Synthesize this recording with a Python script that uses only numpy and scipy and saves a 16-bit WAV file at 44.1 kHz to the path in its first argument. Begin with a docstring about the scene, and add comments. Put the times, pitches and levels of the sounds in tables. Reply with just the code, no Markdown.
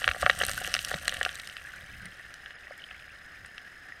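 """A large fish beats its tail over a gravel bed, close to a camera in an underwater housing.
From the start, grit rattles and sand hisses over flowing water and the camera's faint whine.
Stones knock together, ringing the housing, and the tail and heavy stones give dull thuds.
After about 1.4 s the gravel settles to a fading trickle, with fizz, bubbles and low surges of water.
Single pebbles still click now and then, and near 2.6 s the treble dips briefly."""
import sys
import numpy as np
from scipy import signal
from scipy.fft import rfft, irfft
from scipy.io import wavfile
from scipy.ndimage import uniform_filter1d

SR = 44100
rng = np.random.default_rng(int(sys.argv[2]) if len(sys.argv) > 2 else 0)


def transcribe(signal):
    """Save signal, clipped to [-1, 1], as a 16-bit WAV file at the path in sys.argv[1]."""
    frames = np.atleast_2d(signal).T
    limited = np.clip(frames, -1, 1)
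    pcm = np.round(limited * 32767).astype(np.int16)
    wavfile.write(sys.argv[1], SR, pcm)


N = 176400

# pitches at which the housing rings: pitch_hz, width_hz, level_db
HOUSING_RINGS = [(559, 144, -2), (730, 72.4, 0), (1182, 85, -3.5), (1414, 155, 1.5), (1658, 166, 2),
                 (1850, 223, 3.5), (2253, 69, -3), (2770, 370, -4), (3035, 580, -2.5), (3870, 660, -7),
                 (4640, 570, -14), (5800, 1500, -12), (8830, 1800, -8.5), (12020, 2100, -14)]
# loudness of the loose gravel stirred by the tail: time_s, level_db
GRAVEL_LEVELS = [(0, -42.5), (.1, -45.5), (.18, -56), (.235, -36.5), (.35, -48.5), (.42, -36), (.54, -46.5),
                 (.66, -42), (.82, -48.5), (.9, -42), (1.0, -48.5), (1.12, -44.5), (1.28, -46),
                 (1.42, -59.5), (4, -65)]
# loudness of the sand thrown against the housing: time_s, level_db
SAND_LEVELS = [(0, -47), (.19, -51), (.212, -37), (.25, -47.5), (.34, -45), (.47, -43), (.67, -42.5),
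               (.72, -47), (.82, -43), (.88, -40.5), (1.0, -48.5), (1.11, -46.5), (1.3, -50.5), (1.6, -58),
               (1.95, -61.5), (2.3, -65.5), (4, -70.5)]
# tone colour of the flowing stream: frequency_hz, relative_level_db
FLOW_COLOUR = [(40, -7), (100, -13), (380, -14.5), (600, -16.5), (730, -11.5), (900, -19.5), (1050, -18),
               (1400, -6), (1780, 2.5), (2350, -15), (3000, -16.5), (4400, -24.5), (5900, -26),
               (7400, -33.5), (8700, -33), (11000, -48), (13300, -33.5), (15200, -43)]
# loudness of the low surges of water: time_s, level_db
SURGE_LEVELS = [(0, -52), (.16, -55), (.22, -47.5), (.33, -49.5), (.43, -45), (.6, -48), (1.02, -54),
                (1.12, -48.5), (1.42, -60.5), (1.8, -59), (1.99, -50.5), (2.15, -63.5), (2.9, -66),
                (2.99, -59.5), (3.3, -66.5), (3.43, -58.5), (3.55, -64.5)]
# tone colour of those surges: frequency_hz, relative_level_db
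SURGE_COLOUR = [(15, -19), (30, -3), (55, 1.5), (75, 1.5), (105, -4.5), (165, -6.5), (250, -12.5),
                (400, -27.5), (900, -39)]
# tones of the camera's electronics: pitch_hz, level_db
WHINE_TONES = [(5090, -68.5), (6720, -77.5), (10200, -78)]
# loudness of the fizz of tiny bubbles: time_s, level_db
FIZZ_LEVELS = [(0, -62), (1.3, -51.5), (1.7, -52), (2.08, -52), (2.3, -64), (2.9, -53), (3.3, -58),
               (4, -68)]
# stones knocking together: start_s, energy_db, low_edge_hz, high_edge_hz
STONE_KNOCKS = [(0.0176, -9, 800, 1330), (0.043, 2, 2690, 2900), (0.0776, 8, 1190, 1670),
                (0.0786, 2, 3700, 3500), (0.0896, 1.5, 2500, 2660), (0.1136, -1, 1700, 3020),
                (0.147, -9.5, 700, 1370), (0.163, -12.5, 502, 920), (0.2237, -6, 300, 5750),
                (0.2292, 3, 690, 1100), (0.2635, 9.5, 620, 2500), (0.2757, -5.5, 570, 1440),
                (0.2977, 10.5, 744, 2920), (0.3015, -0.5, 3300, 4200), (0.312, -7.5, 300, 4900),
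                (0.3894, -11, 9000, 15000), (0.403, -6, 3000, 3600), (0.4109, -6.5, 300, 1490),
                (0.4141, 1.5, 298, 1950), (0.4188, -0.5, 790, 4500), (0.4344, -3.5, 302, 1270),
                (0.4372, -3.5, 2710, 6040), (0.45, -6.5, 6510, 7700), (0.4657, -8, 9000, 13420),
                (0.4824, -11, 8500, 11000), (0.486, -5, 930, 3600), (0.4949, -5.5, 410, 15000),
                (0.5144, -6.5, 2460, 10700), (0.6146, -11.5, 300, 930), (0.647, -7, 2420, 2580),
                (0.6658, -12, 1780, 4450), (0.6756, -7, 490, 15000), (0.7408, 3.5, 2660, 7300),
                (0.7503, -0.5, 656, 5800), (0.7655, -3, 2400, 3000), (0.791, -4.5, 4000, 4460),
                (0.848, -5.5, 5500, 10700), (0.9145, -2.5, 300, 1500), (0.942, -3.8, 2000, 3700),
                (1.055, -13.5, 3800, 5200), (1.08, 3.5, 1290, 7100), (1.094, -5, 2500, 6800),
                (1.1243, -8, 490, 3000), (1.14, -15.5, 6000, 11000), (1.144, -9, 1830, 4180),
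                (1.168, -10.5, 2900, 3200), (1.2127, 2, 420, 2060), (1.2301, -4.5, 2040, 8500),
                (1.2506, -0.5, 3410, 3700), (1.2626, -1, 300, 1570), (1.292, -8, 1770, 3870),
                (1.355, -16, 7850, 8250), (1.3986, -13.5, 4710, 5700), (1.4737, -15, 2900, 9700),
                (1.498, -16.5, 3410, 4350), (1.5678, -11.8, 3000, 3420), (2.056, -19, 3000, 9350),
                (2.341, -20, 2120, 8000), (2.4605, -15, 1500, 2940), (2.507, -18.5, 1500, 3480),
                (2.7085, -16.5, 670, 754), (2.778, -32.5, 9000, 13000), (2.9113, -17, 410, 3220),
                (3.448, -17, 1790, 1820), (3.4605, -28, 7500, 8500), (3.5805, -14, 2350, 3700)]
# dull thuds and pushes of water: start_s, level_db, pitch_hz, rise_s
DULL_THUDS = [(.055, -42, 104, 0.0094), (.088, -39, 65.5, 0.01), (0.221, -37, 79, 0.019),
              (0.242, -37, 150, 0.0039), (0.474, -41, 72, .01), (0.676, -42, 494, 0.0028),
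              (0.9395, -28, 560, 0.0014), (.947, -36.5, 160, 0.004), (1.227, -53, 76.4, 0.0081),
              (1.829, -52, 114, 0.0068), (1.936, -51, 55.4, 0.021), (2.016, -50.5, 176.6, 0.025)]
# small bubbles that stand out: start_s, level_db, pitch_hz
SINGLE_BUBBLES = [(0.578, -20.5, 1510), (1.65, -31, 1690), (2.196, -31.5, 1870), (2.67, -33.5, 1910),
                  (2.82, -35, 2940), (2.84, -29, 3130), (2.945, -37, 2170), (3.922, -29, 1900)]

RING_STEEPNESS = 2.4  # how fast each housing ring weakens away from its pitch
LOW_SLOPE, HIGH_SLOPE = 3.24, 7.1  # how fast a click weakens below and above its edges
STONE_COLOUR_DB, STONE_SCATTER_S, STONE_SCATTER_ABOVE_HZ = 3.5, 0.0018, 3700
# for each shower: hits per second, how uneven they are, and their range of pitch
GRAVEL_PER_S, GRAVEL_SPREAD_DB, GRAVEL_HZ = 380, 2.5, (685, 4450)
SAND_PER_S, SAND_SPREAD_DB, SAND_HZ = 4000, 6.5, (3840, 12700)
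TRICKLE_PER_S, TRICKLE_SPREAD_DB, TRICKLE_HZ = 700, 5, (1490, 2660)
FIZZ_PER_S, FIZZ_SPREAD_DB, FIZZ_HZ = 140, 3, (1504, 4690)
TRICKLE_START_DB, TRICKLE_DB_PER_S = -49, -3
ECHO_DB, ECHO_FADE_S, ECHO_DELAY_S = -21.5, 0.015, 0.00219  # the fade is the time to fall 60 dB
FLOW_DB, FLOW_FLICKER_DB = -51, 1.5
PICTURES_PER_S, WHINE_ON_SHARE, WHINE_FLICKER_DB = 29.9, .78, 3.5
WHINE_SLIDE, WHINE_JITTER = .021, .01  # as shares of the pitch
FIZZ_DB_PER_OCTAVE, BUBBLE_CYCLES = -9, 48
THUD_ROUGHNESS = 0.89
DIP_MIDDLE_S, DIP_LENGTH_S, DIP_DB, DIP_ABOVE_HZ = 2.56, .04, -16, 3600
TOP_HZ = 15900


def amp(db):
    """Turns decibels into a number to multiply by."""
    return 10 ** (np.asarray(db) / 20)


def unit(x):
    """Scales a signal to an average strength (rms) of 1."""
    return x / np.sqrt(np.mean(x ** 2) + 1e-20)


def level(points):
    """Joins (time_s, level_db) points into a gain for every sample."""
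    return amp(np.interp(np.arange(N) / SR, *np.transpose(points)))


def add(mix, start_s, sound):
    """Mixes a sound in at its start time."""
    part = mix[max(round(start_s * SR), 0):][:len(sound)]
    part += sound[:len(part)]


def noise(colour):
    """Noise shaped by (frequency_hz, relative_level_db) points."""
    hz, db = np.transpose(colour)
    shape = amp(np.interp(np.log(np.fft.rfftfreq(N, 1 / SR) + 1), np.log(hz + 1), db))
    return unit(irfft(rfft(rng.standard_normal(N)) * shape, N))


def wander(rate_hz):
    """A random wobble no faster than rate_hz."""
    return unit(irfft(rfft(rng.standard_normal(N)) * (np.fft.rfftfreq(N, 1 / SR) < rate_hz), N))


def kicks(per_s, spread_db):
    """Kicks at random times, a few stronger than the rest."""
    strength = amp(spread_db * np.minimum(rng.exponential(1, N), 4.2)) * rng.choice([-1, 1], N)
    return strength * (rng.random(N) < per_s / SR)


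def housing_ring(low_hz, high_hz, size=2048):
    """One hit rings the housing, mostly between two edges. Each stone adds its own hollow colour."""
    f = np.abs(np.fft.fftfreq(size, 1 / SR)) + 1
    power = sum(amp(db) ** 2 / (1 + (1.253 * (f - hz) / width_hz) ** 2) ** RING_STEEPNESS
                for hz, width_hz, db in HOUSING_RINGS)
    power = power / (1 + (low_hz / f) ** LOW_SLOPE) / (1 + (f / high_hz) ** HIGH_SLOPE)
    power *= amp(STONE_COLOUR_DB * np.sin(2 * np.pi * (np.log2(f) + rng.random()))) ** 2
    # line the frequencies up so that the sound starts sharply and then dies away
    spectrum = np.exp(np.conj(signal.hilbert(.5 * np.log(power + 1e-10))))
    ring = np.fft.ifft(spectrum).real[:size // 2]
    return ring / np.linalg.norm(ring)


def stone_click(low_hz, high_hz):
    """One stone's click: it rings the housing, and the stone itself briefly scatters the treble."""
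    t = np.arange(256) / SR
    burst = rng.standard_normal(len(t)) * np.exp(-t / STONE_SCATTER_S)
    f = np.fft.rfftfreq(2048, 1 / SR) + 1
    treble_share = 1 / (1 + (STONE_SCATTER_ABOVE_HZ / f) ** 4)
    scatter = np.sqrt(1 - treble_share) + np.sqrt(treble_share) * rfft(burst / np.linalg.norm(burst), 2048)
    click = irfft(rfft(housing_ring(low_hz, high_hz), 2048) * scatter)[:1024]
    return click / np.linalg.norm(click)


def shower(per_s, spread_db, range_hz, sizes=24):
    """Stones of many sizes click at random; the smaller ones sound brighter."""
    out = np.zeros(N)
    for hz in np.geomspace(*range_hz, sizes):
        hits = kicks(per_s / sizes, spread_db)
        out += signal.oaconvolve(hits, stone_click(hz * 0.69, hz * 1.283))[:N]
    return unit(out)


def rattle():
    """The tail stirs up gravel and sand, while grit trickles in the current and slowly fades."""
    gravel = level(GRAVEL_LEVELS) * shower(GRAVEL_PER_S, GRAVEL_SPREAD_DB, GRAVEL_HZ)
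    sand = level(SAND_LEVELS) * shower(SAND_PER_S, SAND_SPREAD_DB, SAND_HZ, sizes=48)
    fade = amp(TRICKLE_START_DB + TRICKLE_DB_PER_S * np.arange(N) / SR)
    trickle = fade * shower(TRICKLE_PER_S, TRICKLE_SPREAD_DB, TRICKLE_HZ)
    return gravel + sand + trickle


def bed_echo(x):
    """Sound bounces off the stones of the stream bed, adding a very short echo."""
    t = np.arange(SR // 10) / SR
    echo = rng.standard_normal(len(t)) * np.exp(-np.log(1000) * t / ECHO_FADE_S) * (t > ECHO_DELAY_S)
    return x + amp(ECHO_DB) * signal.oaconvolve(x, echo / np.linalg.norm(echo))[:N]


def water():
    """The stream washes evenly past, and moving water pushes in low surges."""
    flow = amp(FLOW_DB + FLOW_FLICKER_DB * wander(rate_hz=43)) * noise(FLOW_COLOUR)
    return flow + level(SURGE_LEVELS) * noise(SURGE_COLOUR)


def camera_whine():
    """The camera's electronics whine: the pitch slides down, pauses and restarts with each picture."""
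    cycle = (PICTURES_PER_S * np.arange(N) / SR) % 1
    bend = 1 - WHINE_SLIDE * (cycle - WHINE_ON_SHARE / 2) + WHINE_JITTER * wander(rate_hz=260)
    on = uniform_filter1d(1. * (cycle < WHINE_ON_SHARE), size=100)  # switches softly
    flicker = amp(WHINE_FLICKER_DB * wander(rate_hz=71))
    bent_time = np.cumsum(bend) / SR
    tones = sum(amp(db) * np.sqrt(2) * np.sin(2 * np.pi * hz * bent_time) for hz, db in WHINE_TONES)
    return on * flicker * tones


def bubble_ping(hz):
    """One bubble rings: it swells over one cycle and falls 60 dB in BUBBLE_CYCLES cycles."""
    cycles = hz * np.arange(SR // 10) / SR
    loudness = np.minimum(cycles, 1) * np.exp(-np.log(1000) * cycles / BUBBLE_CYCLES)
    return loudness * np.sin(2 * np.pi * cycles)


def fizz(sizes=30):
    """Countless tiny bubbles ring at random, the higher ones more quietly."""
    out = np.zeros(N)
    for hz in np.geomspace(*FIZZ_HZ, sizes):
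        ring = amp(FIZZ_DB_PER_OCTAVE * np.log2(hz)) * bubble_ping(hz)
        out += signal.oaconvolve(kicks(FIZZ_PER_S / sizes, FIZZ_SPREAD_DB), ring)[:N]
    return level(FIZZ_LEVELS) * unit(out)


def knocks():
    """The larger stones strike each other; later, single pebbles settle."""
    out = np.zeros(N)
    for start_s, db, low_hz, high_hz in STONE_KNOCKS:
        add(out, start_s, amp(db) * stone_click(low_hz, high_hz))
    return out


def thuds():
    """Blows from the tail and heavy stones each give the water a few slow, uneven pushes."""
    out, t = np.zeros(N), np.arange(SR // 2) / SR
    f = np.fft.rfftfreq(len(t), 1 / SR)
    for start_s, db, hz, rise_s in DULL_THUDS:
        swirl = unit(irfft(rfft(rng.standard_normal(len(t))) * f / (1 + (f / hz) ** 4), len(t)))
        swing = np.sqrt(2) * np.sin(2 * np.pi * hz * t) + THUD_ROUGHNESS * swirl
        rise_and_fall = t / rise_s * np.exp(1 - t / rise_s)
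        add(out, start_s, amp(db) * unit(swing) * rise_and_fall)
    return out


def bubbles():
    """A few single bubbles ring out above the fizz."""
    out = np.zeros(N)
    for start_s, db, hz in SINGLE_BUBBLES:
        add(out, start_s, amp(db) * bubble_ping(hz))
    return out


def treble_dip(x):
    """The treble dips briefly, once."""
    t = np.arange(N) / SR
    treble = signal.sosfiltfilt(signal.butter(2, DIP_ABOVE_HZ, "high", fs=SR, output="sos"), x)
    dip_shape = np.exp(-(2 * (t - DIP_MIDDLE_S) / DIP_LENGTH_S) ** 4)
    return x + (amp(DIP_DB * dip_shape) - 1) * treble


def scene():
    """Mixes stones, water, thuds, bubbles and whine into one channel."""
    stones = bed_echo(knocks() + rattle())
    stream = treble_dip(stones + water())
    return (stream + thuds() + fizz() + bubbles() + camera_whine())[None]


def record(dry):
    """Cuts away the very highest treble, above TOP_HZ."""
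    low_pass = signal.firwin(201, TOP_HZ, window=("kaiser", 9), fs=SR)
    return signal.oaconvolve(dry, low_pass[None], "same")


dry = scene()
out = record(dry)
transcribe(out)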